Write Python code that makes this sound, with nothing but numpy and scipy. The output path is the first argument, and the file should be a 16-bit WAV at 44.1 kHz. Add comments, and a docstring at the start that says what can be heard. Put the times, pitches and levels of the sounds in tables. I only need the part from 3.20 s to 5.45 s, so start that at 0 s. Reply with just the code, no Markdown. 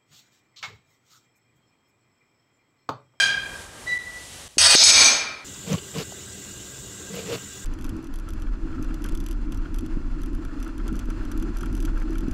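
"""A hard-walled gym. A rubber sole squeaks twice by stick-slip friction, then a bar with loose iron
plates is set down. Each end thuds on the mat and the floor booms; the plates clang together and
rattle on the sleeve, ringing in their normal modes, and the room reverberates. Ventilation hisses
behind, and a limiter holds the clangs down."""
import sys
import numpy as np
from scipy import signal
from scipy.fft import rfft, irfft, next_fast_len
from scipy.io import wavfile
from scipy.ndimage import uniform_filter1d, minimum_filter1d, map_coordinates

SR = 44100
rng = np.random.default_rng(int(sys.argv[2]) if len(sys.argv) > 2 else 0)


def to_wav(sig):
    """Store sig (one row per channel, or 1-D mono) as 16-bit WAV at the path in sys.argv[1].

    Samples outside -1..1 are clipped; the rate is SR.
    """
    pcm = np.clip(np.atleast_2d(sig), -1, 1) * 32767
    pcm = np.round(pcm).astype(np.int16)
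    wavfile.write(sys.argv[1], SR, pcm.T)  # frames by channels


N = 99092


def amp(db):
    """Decibels as an amplitude ratio."""
    return 10 ** (np.asarray(db) / 20)


def unit_rms(x):
    """Normalisation to a mean power of one."""
    return x / np.sqrt(np.mean(x ** 2) + 1e-20)


def along(points, hz):
    """Interpolation of (Hz, value) points on a logarithmic frequency axis."""
    knots_hz, values = np.transpose(points)
    return np.interp(np.log(hz + 1), np.log(knots_hz + 1), values)


def wobble(rate, size):
    """Smooth random modulation: a spline through `rate` Gaussian knots a second."""
    knots = rng.standard_normal(int(size * rate / SR) + 4)
    return map_coordinates(knots, [np.arange(size) * rate / SR])


def filtered(x, response):
    """Linear filtering: the spectrum of x times a response, given as a function of frequency."""
    size = next_fast_len(len(x) + SR)
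    return irfft(rfft(x, size) * response(np.fft.rfftfreq(size, 1 / SR)), size)[:len(x)]


def minimum_phase(points):
    """Folding the cepstrum gives a causal response through the (Hz, dB) points."""
    def response(hz):
        cepstrum = irfft(np.log(amp(np.maximum(along(points, hz), -60))))
        half = len(cepstrum) // 2
        cepstrum[1:half] *= 2
        cepstrum[half + 1:] = 0
        return np.exp(rfft(cepstrum))
    return response


def room(x, wet_db):
    """Reverberation: the direct sound plus a diffuse tail, each frequency decaying at its own rate."""
    # The gym's decay. Each row: frequency in Hz, reverberation time (T60) in seconds.
    decay_times = [(100, 1), (700, 1.02), (2000, 0.87), (4000, 0.6), (8000, 0.4), (14000, 0.53)]
    hz, t, spectrum = signal.stft(rng.standard_normal(3 * SR // 2), SR, nperseg=256)
    decay = amp(-60 * t / along(decay_times, hz)[:, None])
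    tail = signal.istft(spectrum * decay, SR, nperseg=256)[1]
    tail = np.pad(tail / np.linalg.norm(tail), (round(0.008 * SR), 0))  # 8 ms after the direct sound
    return x + amp(wet_db) * signal.fftconvolve(x, tail)[:len(x)]


def sole_squeaks():
    """Stick-slip friction makes a harmonic tone; weaker alternate slips add lines between harmonics."""
    # Slides of the sole; the first two merge. Each row: start in seconds, length in seconds, pitch
    # in Hz, glide in Hz per second, level in dB, relative level of the in-between lines in dB,
    # fall per harmonic in dB, pitch flutter in Hz, relative level of the scuff in dB.
    slides = [(-.13, 0.074, 1807, -1500, -26.5, -15, 7, 104, -10),
              (-.05, 0.11, 1633, -200, -20.5, -6, 5, 29, -11),
              (0.653, 0.0888, 1948, 404, -27, -57.5, 13, 12.3, -22)]
    # Spectrum of the scuffing noise. Each row: frequency in Hz, relative level in dB.
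    scuff_colour = [(150, -27), (500, -4), (1500, 0), (5000, 1), (9000, -9), (15500, -34)]
    rise_s, fall_s = 0.024, 0.013
    lead = 8820  # samples before time zero, where the first squeak begins
    t = (np.arange(N + lead) - lead) / SR
    out = 0
    for start, length, hz, glide, db, between_db, fall_db, flutter, scuff_db in slides:
        envelope = np.clip((t - start) / rise_s, 0, 1) ** 2
        envelope *= np.clip((start + length - t) / fall_s, 0, 1)
        pitch = hz + glide * np.clip(t - start, 0, length) + flutter * wobble(119.89, len(t))
        half_phase = np.pi * np.cumsum(pitch) / SR  # even multiples are the harmonics
        tone = sum(amp(-fall_db * (k / 2 - 1) + between_db * (k % 2)) * np.sin(k * half_phase)
                   for k in range(2, 14))
        scuff = unit_rms(filtered(rng.standard_normal(len(t)), minimum_phase(scuff_colour)))
        envelope *= amp(db + 2.22 * wobble(60.05, len(t)))
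        out = out + room(envelope * (tone + amp(scuff_db) * scuff), wet_db=0)
    return out[lead:]


def ventilation():
    """Moving air makes broadband noise: a hiss above a rumble, each wavering in level."""
    # Course of the noise. Each row: time in seconds, hiss level in dB, rumble level in dB.
    levels = [(0, -57, -45.5), (.25, -47, -44.5), (.42, -43, -44), (.5, -49, -46.5), (0.622, -45.5, -45),
              (.77, -45.5, -46), (0.791, -48.5, -48), (.95, -45.5, -48.5), (1.15, -42, -48.5),
              (1.28, -44.5, -49), (1.286, -52, -58.5), (1.8, -60.5, -50.5), (2.25, -59.5, -56.5)]
    # Spectra of the two bands. Each row: frequency in Hz, relative spectral density in dB.
    hiss_colour = [(800, -40), (1800, -9.5), (3000, -2), (5000, -5), (8200, -3), (10500, -9), (13000, -19),
                   (15500, -24)]
    rumble_colour = [(12, -45), (22, -19), (45, -1), (100, 0), (200, -7.5), (500, -8), (1000, -10.5),
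                     (2000, -13), (3200, -46)]
    times, hiss_db, rumble_db = np.transpose(levels)

    def band(colour, course_db, waver_db, rate):
        level_db = np.interp(np.arange(N) / SR, times, course_db) + waver_db * wobble(rate, N)
        noise = filtered(rng.standard_normal(N), lambda hz: amp(along(colour, hz)))
        return amp(level_db) * unit_rms(noise)

    hiss = band(hiss_colour, hiss_db, waver_db=0.34, rate=12.2)
    rumble = band(rumble_colour, rumble_db, waver_db=1.27, rate=9.13)
    return hiss + rumble


def mat_and_floor():
    """Damped oscillation: each end of the bar thuds briefly on the mat, and the floor booms longer."""
    # Landings on the mat. Each row: start in seconds, relative level in dB, frequency in Hz.
    landings = [(1.371, -23.5, 322), (1.551, -9.5, 421)]
    # Booms of the floor. Each row: start in seconds, relative level in dB.
    floor_blows = [(1.397, -17), (1.66, -29.5), (1.744, -32.5)]
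    t = np.arange(N) / SR

    def mode(start, db, hz, t60_s, rise_s):
        age = np.maximum(t - start, 0)
        envelope = amp(db - 60 * age / t60_s) * np.minimum(age / rise_s, 1)
        return envelope * np.sin(2 * np.pi * hz * age)

    thuds = sum(mode(start, db + 10.5, hz, t60_s=0.011, rise_s=0.0014) for start, db, hz in landings)
    booms = sum(mode(start, db, hz=84.2, t60_s=0.34, rise_s=0.0069) for start, db in floor_blows)
    return room(thuds, wet_db=-21) + booms


def plate_stack(blows, modes, crash_colour, ring_db, crash_db):
    """Modal response: blows and rattle drive the plates' clear modes and a dense crash of small ones."""
    contact_t60_s, rattle_t60_s, crash_t60_s = 0.0031, 0.23, 0.17
    ticks_per_s, rattle_db, spread_db = 260, -8.5, 5.5
    t = np.arange(N) / SR
    force, shake = np.zeros(N), np.zeros(N)
    for start, db in blows:
        age = np.maximum(t - start, 0)
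        force += (t >= start) * amp(db - 60 * age / contact_t60_s) * rng.standard_normal(N)
        shake += (t >= start) * amp(db + rattle_db - 60 * age / rattle_t60_s)
    ticks = (rng.random(N) < ticks_per_s / SR) * amp(spread_db * rng.standard_normal(N))
    force += shake * ticks * rng.choice([-1, 1], N)

    def resonances(hz):
        return sum((-1) ** k * amp(db) * 1j * hz * width / (centre ** 2 - hz ** 2 + 1j * hz * width)
                   for k, (centre, width, db) in enumerate(modes))

    ring = filtered(force, resonances)
    # Modes too close to tell apart respond like decaying noise.
    dense_modes = amp(-60 * t[:SR // 2] / crash_t60_s) * rng.standard_normal(SR // 2)
    crash = signal.fftconvolve(force, dense_modes / np.linalg.norm(dense_modes))[:N]
    crash = filtered(crash, minimum_phase(crash_colour))
    return room(amp(ring_db) * ring + amp(crash_db) * crash, wet_db=-1.5)


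def bar_clangs():
    """Impact excitation: the loose plates collide at one end of the bar, then at the other."""
    # Collisions at each end. Each row: start in seconds, relative force level in dB.
    first_blows = [(1.382, 13.5), (1.415, 9), (1.47, 1), (1.505, 1.5)]
    second_blows = [(1.556, 12), (1.636, 13), (1.711, 9), (1.778, 2), (1.843, -1)]
    # The plates' clear modes. Each row: frequency in Hz, bandwidth in Hz, relative gain in dB.
    first_modes = [(2470, 23, -7), (3363, 45, -9), (3756, 37, -7), (4517, 90, -2), (5330, 23, -3),
                   (5854, 40, -3.5), (6140, 44, -10), (6524, 60, -1), (8060, 32, 2), (8100, 45, -8.5),
                   (8400, 34, -4.5), (8830, 27, -13), (9800, 27, -14), (10110, 41, -16)]
    second_modes = [(2380, 55, -5), (3734, 64, -7), (3992, 72, -5.5), (4226, 98, -9.5), (4488, 63, -2),
                    (5200, 17, -2), (5310, 19, -19), (5926, 17, -1), (6170, 30, -6), (6500, 24, 0.5),
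                    (6920, 19, -10.5), (7784, 33, -6.5), (7960, 37, -8), (8290, 26, -13), (8490, 52, -12.5),
                    (8700, 47, -14.5), (9200, 27, -25), (9760, 25, -15.5), (10320, 46, -20),
                    (15100, 31, -45)]
    # Spectra of the dense small modes. Each row: frequency in Hz, relative gain in dB.
    first_crash = [(200, -26), (500, -17.5), (1000, -9.5), (3400, -9.5), (4700, 1), (5700, -7),
                   (6600, -4.5), (7200, -17), (8200, -4), (9200, -13), (10200, -16), (13500, -33),
                   (15500, -38)]
    second_crash = [(200, -24.5), (500, -17.5), (1000, -13), (2400, -10.5), (3000, -8.5), (4400, -1),
                    (5500, -9), (6500, 4), (7300, -16.5), (8200, -21), (10200, -23), (13000, -38.5),
                    (15500, -34)]
    return (plate_stack(first_blows, first_modes, first_crash, ring_db=26, crash_db=16)
            + plate_stack(second_blows, second_modes, second_crash, ring_db=28, crash_db=14.5))


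def scene():
    """Superposition: the sources add in one channel."""
    return (sole_squeaks() + bar_clangs() + mat_and_floor() + ventilation())[None]


def record(dry):
    """Peak limiting with look-ahead and a steady release, then two brief dips and a band limit."""
    # The level dips briefly. Each row: centre in seconds, width in seconds, gain at the centre in dB.
    dips = [(0.7838, 0.006, -19), (1.284, 0.0057, -15)]
    ceiling_db, release_db_per_s, top_hz = -1.5, 211, 15650
    ahead = smooth = round(0.002 * SR)  # 2 ms each
    x, t = dry[0], np.arange(N) / SR
    over_db = 20 * np.log10(np.abs(x) + 1e-9) - ceiling_db
    held_db = np.maximum.accumulate(over_db + release_db_per_s * t) - release_db_per_s * t
    gain_db = minimum_filter1d(-np.maximum(held_db, 0), 2 * ahead + 1)
    gain_db = uniform_filter1d(gain_db, smooth)
    gain_db += sum(db * np.exp(-(2 * (t - centre) / width) ** 2) for centre, width, db in dips)
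    return filtered(x * amp(gain_db), lambda hz: hz < top_hz)[None]


dry = scene()
out = record(dry)
to_wav(out)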